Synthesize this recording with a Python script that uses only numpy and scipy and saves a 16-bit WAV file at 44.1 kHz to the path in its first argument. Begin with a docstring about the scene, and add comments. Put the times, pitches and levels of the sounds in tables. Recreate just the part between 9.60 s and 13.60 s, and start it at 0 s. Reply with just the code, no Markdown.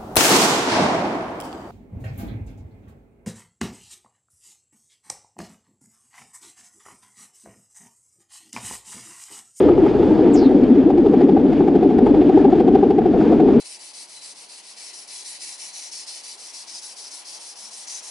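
"""Outdoors in strong wind, big kites fly, each carrying a bow strung with a taut ribbon that hums.
Each ribbon twists to and fro about 13 times a second, so its pitch swoops up and down.
The nearest one rasps at the top of its swoops, a lower one throbs, and the rest blend into a drone.
Wind hisses and rumbles on the microphone, and a bird gives one falling call."""
import sys
import numpy as np
from scipy import signal
from scipy.io import wavfile
from scipy.ndimage import uniform_filter1d, minimum_filter1d

SR = 44100
rng = np.random.default_rng(int(sys.argv[2]) if len(sys.argv) > 2 else 0)


def output_pcm(signal):
    """Save a mono or channel-first signal as 16-bit PCM at the path in sys.argv[1].

    Samples are clipped to [-1, 1] before scaling.
    """
    pcm = np.clip(np.atleast_2d(signal).T, -1, 1) * 32767
    wavfile.write(sys.argv[1], SR, np.round(pcm).astype(np.int16))


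N = 176400
TIME = np.arange(N) / SR
HISS_FLICKER_DB, HISS_PAN_DB = 2.5, -0.16


def from_db(db):
    """Turn decibels into a number to multiply a sound by."""
    return 10 ** (np.asarray(db) / 20)


def rms_one(x):
    """Scale a signal so its average strength (rms) is 1."""
    return x / np.sqrt(np.mean(x ** 2) + 1e-20)


def in_time(rows):
    """Join a table's timed points with straight lines, one curve for each column after the time."""
    time_s, *columns = np.transpose(rows)
    return [np.interp(TIME, time_s, column) for column in columns]


def panned(x, pan_db):
    """Raise the left side and lower the right by pan_db."""
    return x * from_db([[pan_db], [-pan_db]])


def drift(rate_hz):
    """A smooth random wobble of typical size 1 that changes about rate_hz times a second."""
    step, warm_up = 40, 2000
    memory = np.exp(-2 * np.pi * step * rate_hz / SR)
    noise = rng.standard_normal(N // step + warm_up + 2)
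    slow = signal.lfilter([1], [1, -2 * memory, memory * memory], noise)[warm_up:]
    return np.interp(np.arange(N) / step, np.arange(len(slow)), rms_one(slow))


def air_noise(spectrum, flicker_db):
    """Stereo noise of strength 1, made of half-octave bands that flicker partly together."""
    pitch_hz, *columns = np.transpose(spectrum)
    out, together = 0, drift(4.0)
    edges_hz = 14 * 2 ** np.arange(0, 10.1, .5)
    white = rng.standard_normal((2, 2, N))
    for k, (low, high) in enumerate(zip(edges_hz, edges_hz[1:])):
        if high < pitch_hz[0] or low > pitch_hz[-1]:
            continue
        band = signal.butter(3, [low, high], "band", fs=SR, output="sos")
        middle, side = signal.sosfilt(band, white[k % 2])
        band_db, width_db = (np.interp(np.log(low * high) / 2, np.log(pitch_hz), c) for c in columns)
        stereo = middle + from_db(width_db) * side * [[1], [-1]]
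        out = out + from_db(band_db + flicker_db * (together + drift(46)) / 2) * stereo
    return rms_one(out)


def with_echoes(x, echoes):
    """Add the later, quieter copies that bounce off the ground and surroundings."""
    return x + sum(from_db(db) * np.interp(TIME - delay, TIME, x, left=0) for delay, db in echoes)


def bell(x, width):
    """A smooth bump that is 1 where x is 0."""
    return np.exp(-.5 * (x / width) ** 2)


def burst(peak_s, rise_s, fall_s):
    """A smooth rise and fall that reaches 1 at peak_s."""
    width_s = np.where(TIME < peak_s, rise_s, fall_s)
    return np.exp(-.5 * np.minimum(((TIME - peak_s) / width_s) ** 2, 60))


def swoop(swoops, sharpness=1.4):
    """Pitch lift: 1 at each whole swoop, 0 halfway between; sharpness above 1 makes it linger low."""
    return np.abs(np.cos(np.pi * swoops)) ** (2 * sharpness)


def vibration(hz, wander, jitter):
    """A ribbon's phase (its place in the wave); swirling air shakes its pitch slowly and quickly."""
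    unsteady = 1 + wander * drift(11.66) + jitter * drift(117.3)
    return 2 * np.pi * (np.cumsum(hz * unsteady) / SR + rng.random())


def wind():
    """Gusts hiss, and air beating on the microphone rumbles."""
    # loudness of the hiss and of the rumble: time_s, level_db
    hiss_levels = [(0, -29), (.15, -34.5), (.3, -31), (.55, -32.5), (1.0, -35), (1.35, -39), (1.6, -35),
                   (2.1, -37), (2.6, -35), (3.1, -36.5), (3.48, -37.5), (3.58, -34), (3.8, -33), (4, -31)]
    rumble_levels = [(0, -22), (.6, -25.5), (1.5, -27.5), (2.3, -27.5), (2.43, -25), (2.52, -21),
                     (2.65, -26), (2.9, -24.5), (3.3, -30), (3.7, -24), (4, -24)]
    # tone of each, from low to high: pitch_hz, relative_level_db, stereo_width_db
    hiss_spectrum = [(406, -11, -13), (736, 7, -12), (1010, -3.5, -7), (1360, -5, -13.5), (2020, -11, -9.5),
                     (2500, -11.5, -26.5), (3955, -18, -27.5), (5400, -33.5, -18.5), (6100, -30.5, -21),
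                     (7830, -28.5, -12), (9140, -48.5, -11.5), (11000, -54.5, -14.5), (14000, -72.5, -7.5)]
    rumble_spectrum = [(20, -5, -6.5), (35, -6, -6.5), (59.7, -4, -14.5), (90, -2.5, -7.5), (116, -5, -4),
                       (162, 1, -9), (295, -8, 2), (642, -3, -12), (1080, -37.5, -8)]
    hiss_db, = in_time(hiss_levels)
    rumble_db, = in_time(rumble_levels)
    hiss = from_db(hiss_db) * air_noise(hiss_spectrum, HISS_FLICKER_DB)
    rumble = from_db(rumble_db) * air_noise(rumble_spectrum, flicker_db=-1)
    return panned(hiss, HISS_PAN_DB) + rumble


def bird():
    """One raspy falling chirp, scattered by the surroundings."""
    # the chirp's path: time_s, pitch_hz, level_db
    chirp = [(.733, 8300, -52), (.738, 7600, -40), (.749, 6900, -40), (.764, 5500, -41), (.78, 5100, -40),
             (.80, 4700, -42.5), (.835, 4200, -46), (.866, 3720, -42), (.884, 3550, -53)]
    # its echoes: delay_s, level_db
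    echoes = [(.0096, -6), (.019, -13)]
    rasp_hz, tail_db, tail_s = 560, -24, 0.11
    hz, level_db = in_time(chirp)
    sounding = (TIME > chirp[0][0]) & (TIME < chirp[-1][0])
    smoothing = signal.butter(2, rasp_hz, fs=SR, output="sos")
    rasp = rms_one(signal.sosfilt(smoothing, rng.standard_normal((2, N))))
    phase = 2 * np.pi * np.cumsum(hz) / SR
    rough_tone = (1 + rasp[0]) * np.sin(phase) + rasp[1] * np.cos(phase)
    call = sounding * from_db(level_db) * rms_one(rough_tone)
    t = TIME[:SR // 4]
    scatter = rms_one(rng.standard_normal((2, len(t))) * from_db(-60 * t / tail_s)) / np.sqrt(len(t))
    tail = from_db(tail_db) * signal.fftconvolve(call[None], scatter)[:, :N]
    return panned(with_echoes(call, echoes) + tail, pan_db=-1.5)


def far_ribbons():
    """Distant ribbons drone, each swooping at its own pace; distance takes away their treble."""
    # each ribbon before the wind's push: swoops_per_s, bottom_hz, top_hz, level_db
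    ribbons = [(12.3, 240, 370, -20), (11.4, 320, 450, -21.5), (13.6, 195, 290, -23), (12.7, 380, 480, -24),
               (10.6, 155, 240, -30)]
    # how the wind pushes them all: time_s, boost_db, pitch_factor
    wind_push = [(0, -2.5, 1.11), (.6, 1, 1.008), (1.1, -1, 1.008), (1.6, 1, 1.011), (2.1, 0.5, 0.99),
                 (2.5, 0.5, 1.01), (2.9, -1, 1), (3.47, -1, 0.96), (3.65, 2, 1.027), (4, 1.5, 0.92)]
    octave_db, swell_db, flutter_db, dull_hz = -12.5, 0.5, 2, 780
    boost_db, pitch_factor = in_time(wind_push)
    out = 0
    for rate, bottom_hz, top_hz, level_db in ribbons:
        swoops = np.cumsum(rate * (1 + .07 * drift(2.238))) / SR + rng.random()
        lift = swoop(swoops)
        hz = pitch_factor * (bottom_hz + (top_hz - bottom_hz) * lift)
        phase = vibration(hz, wander=.03, jitter=.015)
        tone = np.sin(phase) + from_db(octave_db) * lift * np.sin(2 * phase)
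        swell = from_db(swell_db * lift + flutter_db * drift(11))
        out = out + from_db(level_db) * rms_one(tone * swell)
    return signal.sosfilt(signal.butter(6, dull_hz, fs=SR, output="sos"), from_db(boost_db) * out)


def low_ribbon():
    """A lower ribbon throbs in short hums that rise slightly in pitch."""
    # one row for each throb: peak_s, pitch_hz, relative_level_db
    throbs = [(0.025, 368, -14.5), (0.069, 301, -11), (.111, 357, -9.5), (.191, 371, -10), (.24, 317, -10),
              (.355, 405, -12.5), (.409, 354, -13.5), (.522, 312, -10), (.605, 301, -12),
              (0.677, 299.6, -15.5), (.757, 305, -10), (.869, 263, -7.5), (0.952, 275.4, -7),
              (1.039, 259.7, -9), (1.121, 247.2, -4.5), (1.205, 267.9, -7.5), (1.268, 329, -11.5),
              (1.39, 337, -13), (1.478, 325, -12.5), (1.583, 318, -14), (1.65, 271, -6.5),
              (1.742, 275, -10), (1.847, 277, -10), (2.0, 279.9, -12), (2.088, 285.9, -17),
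              (2.171, 280, -13.5), (2.26, 298.5, -12.5), (2.436, 246.3, -8.5), (2.516, 264.9, -6.5),
              (2.6, 291.1, -8.5), (2.67, 298, -13), (2.757, 308.9, -10), (2.872, 264.1, -7),
              (2.965, 282.3, -22), (3.072, 278.4, -12), (3.143, 250, -10.5), (3.601, 318.5, -12),
              (3.694, 322.8, -15.5), (3.891, 273, -19), (3.976, 237.6, -8)]
    half_length_s, rise_hz_per_s, boost_db, octave_db = 0.009, 700, 0.5, -20.5
    out = np.zeros(N)
    for (peak_s, hz, db), start_cycle in zip(throbs, rng.random(len(throbs))):
        sounding = np.abs(TIME - peak_s) < .06
        t = TIME[sounding] - peak_s
        phase = 2 * np.pi * (start_cycle + hz * t + rise_hz_per_s * t ** 2 / 2)
        tone = np.sin(phase) + from_db(octave_db) * np.sin(2 * phase)
        out[sounding] += from_db(boost_db + db) * bell(t, half_length_s) * tone
    return np.sqrt(2) * out


def near_ribbon():
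    """The nearest ribbon twists and hums, breaking into a rasp and a hiss at the top of its swoops."""
    # pace of the twisting: time_s, swoops_done
    swoop_counts = [(0, 0), (.268, 3), (.757, 9), (1.304, 16), (1.541, 19), (1.615, 20), (1.93, 24),
                    (2.311, 29), (2.471, 31), (3.085, 39), (3.158, 40), (3.463, 44), (4, 50.3)]
    # the hum before its wobbles and swells: time_s, bottom_pitch_hz, level_db
    hum_path = [(0, 340, -17), (.4, 315, -18.5), (.8, 290, -16.5), (1.15, 270, -17), (1.5, 290, -16),
                (1.8, 275, -19.5), (2.1, 270, -20.5), (2.47, 265, -19), (2.8, 275, -15), (3.3, 275, -21),
                (3.65, 270, -21.5), (4, 260, -18)]
    # one row for each rasp: peak_s, top_pitch_hz, rasp_strength_db, hiss_level_db
    rasps = [(.008, 431.6, -9.5, -49), (.092, 429.3, -8, -41.5), (0.181, 426.6, -12.5, -46.5),
             (0.265, 416.8, -7.5, -44), (0.431, 418.5, -12.5, -39.5), (0.511, 390, -14, -44.5),
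             (.595, 374.7, -10, -52), (.675, 372, -11, -48), (.759, 372.3, -5, -42), (0.83, 388.1, -8, -51),
             (0.914, 378, -8, -42), (1.04, 374.6, -15, -38.5), (1.306, 388.3, -5, -39.5),
             (1.383, 374.8, -9.5, -42), (1.467, 417.6, -7.5, -43.5), (1.542, 401.7, -5.5, -40),
             (1.612, 371, -8, -37.5), (1.695, 395, -8, -40), (1.772, 392, -2, -42), (1.932, 372, -11, -41),
             (2.007, 381.6, -7, -50), (2.084, 387.5, -3.5, -38.5), (2.159, 370.6, -8, -37.5),
             (2.233, 378, -4, -38), (2.309, 367.9, -8, -43), (2.39, 392, -3, -37.5),
             (2.469, 410.2, -5.5, -38.5), (2.547, 398, -6.5, -41), (2.62, 379.4, -7.5, -42),
             (2.7, 388, 1, -38.5), (2.778, 388, -3, -44.5), (2.853, 390.8, 2.5, -38),
             (2.932, 379.4, 0, -40.5), (3.006, 383.7, -3.5, -38.5), (3.085, 375.2, -0.5, -38),
             (3.157, 384.3, 3.5, -35), (3.235, 389.8, 0.5, -40.5), (3.31, 395.5, -3, -37),
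             (3.389, 386, -2, -39.5), (3.462, 372.8, -2, -42.5), (3.542, 360.4, -4.5, -46),
             (3.615, 368.3, -9, -39.5), (3.728, 379.8, -4, -38.5), (3.805, 362, -4, -40.5),
             (3.89, 409.7, -5.5, -46.5)]
    # the tones in a rasp: pitch_multiple, relative_level_db
    rasp_tones = [(1, -8.5), (2, -14.5), (3, -40), (4, -43)]
    # tone of the rasp's hiss: pitch_hz, relative_level_db, stereo_width_db
    hiss_spectrum = [(500, -1, -13.5), (900, -0.5, -7), (1370, -2, -14.5), (2100, -2.5, -22.5),
                     (2800, -4, -18), (4360, -14, -25), (5940, -23.5, -16), (8640, -29, -11.5),
                     (11000, -45.5, -6), (14000, -72.5, -15)]
    glide_db, bottom_swell_db, flutter_db = -5, 8, 2
    bow_hz, bow_width_hz, bow_db = 1305, 61, 19.5
    hiss_lead_s, blur_radians, crackle_db, roughness = 0.0015, .7, 1.5, .18

    swoops, = in_time(swoop_counts)
    bottom_hz, hum_db = in_time(hum_path)
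    top_hz = in_time(rasps)[0]
    bottom_hz = bottom_hz * (1 + .05 * drift(6.135))
    hz = bottom_hz + (top_hz - bottom_hz) * swoop(swoops)
    phase = vibration(hz, wander=.012, jitter=.016)
    # the hum is full at the bottom of a swoop and thins as it glides
    at_bottom = bell(np.cos(np.pi * swoops) / np.pi, width=0.11)
    swell_db = glide_db + bottom_swell_db * at_bottom
    hum = from_db(hum_db + swell_db + flutter_db * drift(31)) * np.sin(phase)

    rasping, hissing = 0, 0
    for peak_s, _, rasp_db, hiss_db in rasps:
        rasping += from_db(rasp_db) * burst(peak_s, rise_s=.0042, fall_s=.0052)
        hissing += from_db(hiss_db) * burst(peak_s - hiss_lead_s, rise_s=.0055, fall_s=.0074)
    # weak rasps are blurred; strong ones ring clean
    rasp_phase = phase + blur_radians * np.clip(1 - rasping, 0, 1) ** 2 * drift(87)
    tones = 0
    for multiple, db in rasp_tones:
        # the bow rings along with any tone that passes through its own pitch
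        ring_db = bow_db * bell(multiple * hz - bow_hz, bow_width_hz)
        tones += from_db(db + ring_db) * np.sin(multiple * rasp_phase)
    crackle = rms_one(from_db(crackle_db * drift(200)) * (1 + .5 * np.sin(phase)))
    rasp = rasping * tones * (1 + roughness * drift(200))
    hiss = hissing * crackle * air_noise(hiss_spectrum, HISS_FLICKER_DB)
    return np.sqrt(2) * (hum + rasp), hiss


def scene():
    """Kites overhead, the wind and the bird, mixed in stereo."""
    # the kites' echoes from the ground and surroundings: delay_s, level_db
    echoes = [(.0096, -23), (.031, -13)]
    fade_s = .006
    from_edge_s = np.minimum(TIME, TIME[-1] - TIME)
    fade = np.sin(np.pi / 2 * np.minimum(from_edge_s / fade_s, 1)) ** 2
    hum, hiss = near_ribbon()
    kites = with_echoes((hum + low_ribbon() + far_ribbons()) * fade, echoes)
    return panned(kites, pan_db=.88) + panned(hiss, HISS_PAN_DB) + wind() + bird()


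def record(dry):
    """A limiter briefly turns everything down at too-loud peaks; the highest treble is then cut."""
    limit, attack_s, recovery_db_per_s, cutoff_hz = .9, .004, 90, 13500
    over_db = np.maximum(20 * np.log10(np.abs(dry).max(axis=0) / limit + 1e-9), 0)
    recovery_db = recovery_db_per_s * TIME
    held_db = np.maximum.accumulate(over_db + recovery_db) - recovery_db
    span = int(attack_s * SR)
    gain_db = uniform_filter1d(minimum_filter1d(-held_db, size=span), size=span)
    treble_cut = signal.cheby2(12, 70, cutoff_hz, fs=SR, output="sos")
    return signal.sosfilt(treble_cut, dry * from_db(gain_db))


dry = scene()
out = record(dry)
output_pcm(out)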